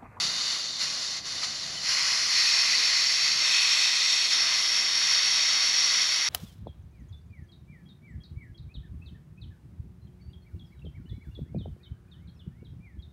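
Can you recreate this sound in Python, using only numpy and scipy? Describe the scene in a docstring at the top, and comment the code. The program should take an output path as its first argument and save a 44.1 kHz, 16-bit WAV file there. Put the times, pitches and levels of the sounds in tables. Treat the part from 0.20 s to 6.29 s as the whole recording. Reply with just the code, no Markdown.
"""Nitrogen under pressure hisses through the valves of a gauge manifold, on a concrete yard beside a wall.
The jet is flickering noise filtered by resonant gas passages. The valves are turned by hand: a thin leak with
spurts and one near stop, then a wide, steady jet. A tick of the knob is a sum of decaying modes.
Far traffic and the background floor are bands of wavering noise; a few faint chirps are gliding sines.
Both channels carry one mono sound, with a small difference that is strongest, relative to it, in the treble."""
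import sys
import numpy as np
from scipy import signal
from scipy.fft import rfft, irfft, next_fast_len
from scipy.io import wavfile
from scipy.ndimage import uniform_filter1d, map_coordinates

SR = 44100
rng = np.random.default_rng(int(sys.argv[2]) if len(sys.argv) > 2 else 0)


def transcribe(signal):
    """Save signal, clipped to [-1, 1], as a 16-bit WAV file at the path in sys.argv[1]."""
    frames = np.atleast_2d(signal).T
    limited = np.clip(frames, -1, 1)
    pcm = np.round(limited * 32767).astype(np.int16)
    wavfile.write(sys.argv[1], SR, pcm)


def ratio_of_db(decibels):
    """Turn decibels (scalar or array-like) into linear amplitude factors; 0 dB maps to 1."""
    return 10 ** (np.asarray(decibels, float) / 20)


N = 268480  # samples
FRAME = 1024  # samples in a short-time spectrum


def gas():
    """Jet noise: turbulent eddies make broadband noise, whose body and fizz swell apart from its core."""
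    # slow random drift: scale of hiss, body, fizz [dB]
    wander_db = 0.34, 0.42, 0.7
    body_sag_share = 0.12  # extra loss of the lower body per dB of pressure sag
    now = np.arange(N) / SR
    drift = [db * wobble(8) for db in wander_db]
    hiss_db = valve(now)[1] + spurts(now)[0] + drift[0]
    flutter = ratio_of_db(0.34 * wobble(25) + 0.28 * wobble(300))
    eddies = flutter * rng.standard_normal(N)

    def gain(hz, t):
        """Spectral balance: the manifold's filter with band changes and random patches."""
        drift_then = [np.interp(t, now, d) for d in drift[1:]]
        body_db, fizz_db = spurts(t)[1:] + drift_then
        in_body = np.clip((3300 - hz) / 500, 0, 1)
        in_fizz = np.clip((hz - 7500) / 1500, 0, 1)
        body = in_body * (body_db - body_sag_share * valve(t)[2])
        fizz = in_fizz * fizz_db
        patches = smooth_field((len(hz), len(t)), 10, 12)
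        patchy_db = 0.42 + 1.2 * np.clip((hz - 8000) / 4000, 0, 1)  # the fizz is the most ragged
        return manifold(hz, t) * ratio_of_db(body + fizz + patchy_db * patches)

    return ratio_of_db(hiss_db) * shaped(unit(eddies), gain)


def manifold(hz, t):
    """Cavity resonance: gas passages colour the jet, each with a strength set by the valve opening."""
    # relative spectrum of the bare jet: f/Hz, level/dB per Hz
    jet = [(180, -40), (500, -26), (1100, -18.5), (2000, -14), (4500, -11), (5800, -12), (7000, -22.5),
           (8500, -32), (9400, -28.5), (10300, -32), (11500, -42), (12700, -55), (13500, -45), (15000, -54),
           (15300, -62), (15700, -72)]
    # gas passages: f/Hz before the creep, width/Hz, gain over the jet/dB at openings 0 leak,
    # 1 half open, 2 open, 3 wide, 4 widest
    passages = [(1115, 440, 1.5, 0.5, -2.1, -2.1, -2), (1500, 830, -5, -2, -6.5, -6.5, -4),
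                (2013, 353, 0.5, 5.5, 6.5, 5.5, 5.5), (2510, 340, -5.5, 0.5, 4.5, 6.5, 1.5),
                (2905, 210, 0.5, 1.5, -1.5, -3, -2), (3260, 400, -4, -3, -2, 2.5, 1.4),
                (3672, 220, 8.5, -5.5, 1.5, 7.5, 5.5), (4240, 445, 9, 5.5, 7.5, 7, 3.5),
                (4420, 330, -7, 5, 4.5, 3.5, 6), (4630, 270, 10.5, 5.5, 7.5, 0, -6),
                (5137, 400, 0.5, 8.5, 1.5, -.4, 4), (5466, 334, 3.5, 3, 7.5, 9.5, 10.5),
                (5750, 300, 1.8, 6.5, -.6, -3, -8), (6110, 325, 5.5, 4.5, 4.5, 4.5, 3.5),
                (6566, 263, 8.5, 6.5, 7.5, 6.5, 5.5), (7140, 330, 11, 9, 5.5, 3.5, 4.5),
                (7560, 560, 2.5, 0.5, 2.5, 6, -2), (8260, 580, 0, 1, -2.1, -.3, -1.5),
                (10090, 900, 3.5, 3, 2, 3.5, 3), (10650, 870, 5, 7, 6.5, 5.5, 5.5),
                (11890, 900, -.4, 6, 5.5, 4.3, 5), (12900, 900, 7, 5, -3, -3, 3),
                (14630, 900, 5, 3, 9.5, 10, 6)]
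    # narrow, rising whistle of the valve seat: same columns
    seats = [(5396, 110, -8, -2.1, 10.5, 7.7, 8)]
    creep_from_s, passage_creep, seat_creep = 2.25, 0.0054, 0.013  # upward pitch creep, share per s
    opening = valve(t)[0]
    since = np.clip(t - creep_from_s, 0, None)
    power = ratio_of_db(-8) ** 2  # share of the jet that passes unresonated
    for table, creep in (passages, passage_creep), (seats, seat_creep):
        for centre_hz, width_hz, *gains_db in table:
            gain_db = np.interp(opening, range(len(gains_db)), gains_db)
            power = power + resonance(hz, centre_hz * (1 + creep * since), width_hz, gain_db)
    gain = ratio_of_db(along(jet, hz)) * np.sqrt(power)
    core = (hz[:, 0] > 3500) & (hz[:, 0] < 7500)
    core_rms = np.sqrt(np.sum(gain[core] ** 2, 0) / len(hz))
    return gain / core_rms  # the hiss level is that of the core


def valve(t):
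    """Throttling: gives opening, hiss level and its sag; each turn takes over from the one before."""
    # turns of a knob: start t/s, turning time/s, hiss level once turned/dB,
    # sag as the pressure behind it drops/dB per s, opening (above 4 acts as 4)
    turns = [(-.1, 0.055, -27, 11, 0), (.585, 0.027, -31.5, 3.5, 0.35), (1.609, 0.092, -25, 3.5, 1.1),
             (2.11, 0.055, -23, 2, 2), (3.18, 0.098, -23, 3, 3), (4.1, .04, -24, 3.5, 4),
             (4.77, 0.11, -24, 1, 6)]
    start, turning, level_db, sag_db, opening = np.transpose(turns)[:, :, None]
    progress = np.clip((t - start) / turning, 0, 1)
    share = -np.diff(np.vstack([progress, 0 * t]), axis=0)
    sagged_db = np.sum(share * sag_db * (t - start - turning), 0)
    return np.sum(share * opening, 0), np.sum(share * level_db, 0) - sagged_db, sagged_db


def spurts(t):
    """Unsteady flow: as the stem moves, hiss, body and fizz change briefly, in dB."""
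    # spurts and falters: t/s, half length/s, hiss change/dB, extra change of body/dB, of fizz/dB
    changes = [(.02, 0.094, 1, 1.5, 3), (0.135, 0.067, -2, 2, 4), (0.304, 0.17, 1.5, 2.2, 2),
               (0.525, 0.071, -1, -2.5, 0), (0.627, 0.051, 3, 0, 2), (.88, .14, 0.3, -1.8, -1),
               (1.025, 0.047, -11, 1.5, -1), (1.241, 0.03, 5, .6, 1.5), (3.897, 0.036, 2, -2.5, -2),
               (4.093, .03, -1, -4, -2), (4.14, 0.036, 1.5, -2, -2), (4.618, .2, 0, -1, 1),
               (5.647, 0.11, 1.5, -0.5, -0.5), (6.1, .3, -2.5, 1, 3)]
    return sum(np.array(db)[:, None] * bump(t, s, half) for s, half, *db in changes)


def knob():
    """Modal decay: a valve knob breaks loose with a dull plastic tick of damped sines."""
    # knob modes: f/Hz, level before the soft onset/dB, time to decay by 60 dB/s
    modes = [(1253, -34, .07), (1840, -42, .05), (2380, -31, .05), (2850, -40, .04)]
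    slip_s, onset_s = 1.229, 0.0018
    out, t = np.zeros(N), np.arange(SR // 10) / SR
    ring = sum(ratio_of_db(db - 60 * t / t60) * np.sin(2 * np.pi * hz * t) for hz, db, t60 in modes)
    out[round(slip_s * SR):][:len(t)] = ring * (1 - np.exp(-t / onset_s))
    return out


def chirps():
    """Frequency modulation: short falling whistles with soft ends and a rough pitch."""
    # brief far chirps, perhaps a small bird: middle t/s, start f/Hz, end f/Hz, length/s, peak level/dB
    calls = [(.877, 3900, 3500, .025, -35), (1.187, 3750, 3570, .025, -35), (1.438, 4000, 3850, .025, -35),
             (1.58, 3040, 3030, .03, -36)]
    out = np.zeros(N)
    for s, start_hz, end_hz, length, db in calls:
        waver_hz = 25 * wobble(150)
        n = round(length * SR)
        pitch_hz = np.linspace(start_hz, end_hz, n) + waver_hz[:n]
        tone = np.sin(2 * np.pi * np.cumsum(pitch_hz) / SR)
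        out[round(s * SR) - n // 2:][:n] += ratio_of_db(db) * np.hanning(n) * tone
    return out


def traffic():
    """Filtered noise: a far engine drone, a deeper rumble and the background floor, each wavering."""
    # slow changes of the traffic, which sinks unevenly and partly returns, before swells and wavering:
    # t/s, drone level/dB, rumble level/dB
    slow_levels = [(0, -60.5, -59), (.6, -61, -66), (1.6, -61, -61), (2.6, -66, -68), (3.1, -65.5, -65),
                   (3.7, -68, -76.5), (4.6, -64.5, -68.5), (6.09, -64, -72)]
    # the drone swells: t/s, half length/s, rise/dB
    revs = [(0, 0.24, 9), (0.684, 0.11, 9), (1.103, 0.084, 6.5), (1.522, 0.21, 9.5), (2.2, 0.11, 2),
            (3.12, .2, 7)]
    # relative spectrum of the drone: f/Hz, level/dB per Hz
    drone = [(90, -22), (125, -7.5), (160, -4), (200, -7.5), (260, -25), (400, -60)]
    # relative spectrum of the rumble: f/Hz, level/dB per Hz
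    rumble = [(12, -33), (20, -9), (50, -10.5), (110, -3.5), (150, -20), (250, -60)]
    # relative spectrum of the floor, street wash below and microphone hiss at the top: f/Hz, level/dB per Hz
    floor = [(120, -43), (220, -3), (450, -7.5), (700, -1.5), (1000, -13), (3000, -29), (9000, -45),
             (11000, -38), (15000, -38), (16000, -60)]
    mean_floor_db, floor_follows = -54.5, 0.4  # mean level, share of the drone's slow level change
    t = np.arange(N) / SR
    times_s, *levels_db = np.transpose(slow_levels)
    slow_drone_db, slow_rumble_db = [np.interp(t, times_s, db) for db in levels_db]
    swells_db = sum(db * bump(t, s, half) for s, half, db in revs)
    drone_db = slow_drone_db + swells_db + 1.4 * wobble(6.02)
    rumble_db = slow_rumble_db + 1.4 * wobble(3.86)
    floor_db = mean_floor_db + floor_follows * (slow_drone_db - slow_drone_db.mean()) + 1.2 * wobble(5)
    return ratio_of_db(drone_db) * coloured(drone) + ratio_of_db(rumble_db) * coloured(rumble) + ratio_of_db(floor_db) * coloured(floor)


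def resonance(hz, centre_hz, width_hz, db):
    """Resonance: power of one steep-sided peak, a squared Lorentzian 6 dB down at the edges of its width."""
    return (ratio_of_db(db) / (1 + (2 * (hz - centre_hz) / width_hz) ** 2)) ** 2


def coloured(spectrum):
    """Spectral shaping: steady noise of rms 1 with the given spectrum."""
    m = next_fast_len(N)
    white = rfft(rng.standard_normal(m))
    gain = ratio_of_db(along(spectrum, np.fft.rfftfreq(m, 1 / SR)))
    return unit(irfft(white * gain, m)[:N])


def shaped(x, gain):
    """Time-varying filtering: x times a gain over frequency (rows) and time (columns)."""
    hz, t, z = signal.stft(x, SR, nperseg=FRAME, noverlap=FRAME * 3 // 4)
    return signal.istft(z * gain(hz[:, None], t), SR, nperseg=FRAME, noverlap=FRAME * 3 // 4)[1][:N]


def smooth_field(shape, bins, frames):
    """Local averaging: random patches of rms 1, correlated over frequency bins and time frames."""
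    field = uniform_filter1d(rng.standard_normal(shape), size=bins, axis=0)
    return unit(uniform_filter1d(field, size=frames, axis=1))


def wobble(rate):
    """Random modulation: a smooth curve through random knots, rate of them a second."""
    return map_coordinates(rng.standard_normal(int(N * rate / SR) + 4), [np.arange(N) * rate / SR])


def bump(t, s, half):
    """Raised-cosine envelope: a smooth rise and fall, 1 at s."""
    return np.cos(np.pi / 2 * np.clip((t - s) / half, -1, 1)) ** 2


def along(points, hz):
    """Logarithmic pitch scale: (f/Hz, value) points joined on a log axis."""
    f, v = np.transpose(points)
    return np.interp(np.log(hz + 1), np.log(f + 1), v)


def unit(x):
    """Power normalisation: x scaled to rms 1."""
    return x / np.sqrt(np.mean(np.abs(x) ** 2) + 1e-20)


def scene():
    """Superposition: all sources add at the one microphone, which feeds both channels."""
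    return np.tile(gas() + knob() + traffic() + chirps(), (2, 1))


def top_cut(x):
    """Nothing passes above the cut-off."""
    return signal.sosfilt(signal.butter(12, 15640, fs=SR, output="sos"), x)


def record(dry):
    """Interference and saturation: the housing notches the treble, peaks are rounded, a small side signal is added."""
    # side signal (half the channel difference) where present: f/Hz, level relative to the sound/dB
    unlike = [(30, -20), (300, -3.5), (1000, -14), (3000, -29), (6000, -32), (8000, -10.5), (11000, -8),
              (12000, 0.5), (15500, 3)]
    notched = shaped(dry[0], lambda hz, t: np.sqrt(np.clip(1 - resonance(hz, 9035, 650, -.1), 0, 1)))
    mid = notched / (1 + np.abs(notched / .36) ** 5) ** (1 / 5)  # rounds peaks towards 0.36
    hz, t, z = signal.stft(mid, SR, nperseg=FRAME)
    spells = np.interp(t, np.arange(N) / SR, wobble(5) + .6 * wobble(20))
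    scraps = smooth_field(z.shape, 14, 3)
    # below 11.2 kHz the difference is 30 dB weaker except in random spells
    absent_db = -30 * ((hz[:, None] < 11200) & (spells + .6 * scraps < .8))
    random_phase = np.exp(2j * np.pi * rng.random(z.shape))
    scatter = random_phase * ratio_of_db(along(unlike, hz)[:, None] + absent_db)
    side = signal.istft(z * scatter, SR, nperseg=FRAME)[1][:N]
    return top_cut(np.array([mid + side, mid - side]))


dry = scene()
out = record(dry)
transcribe(out)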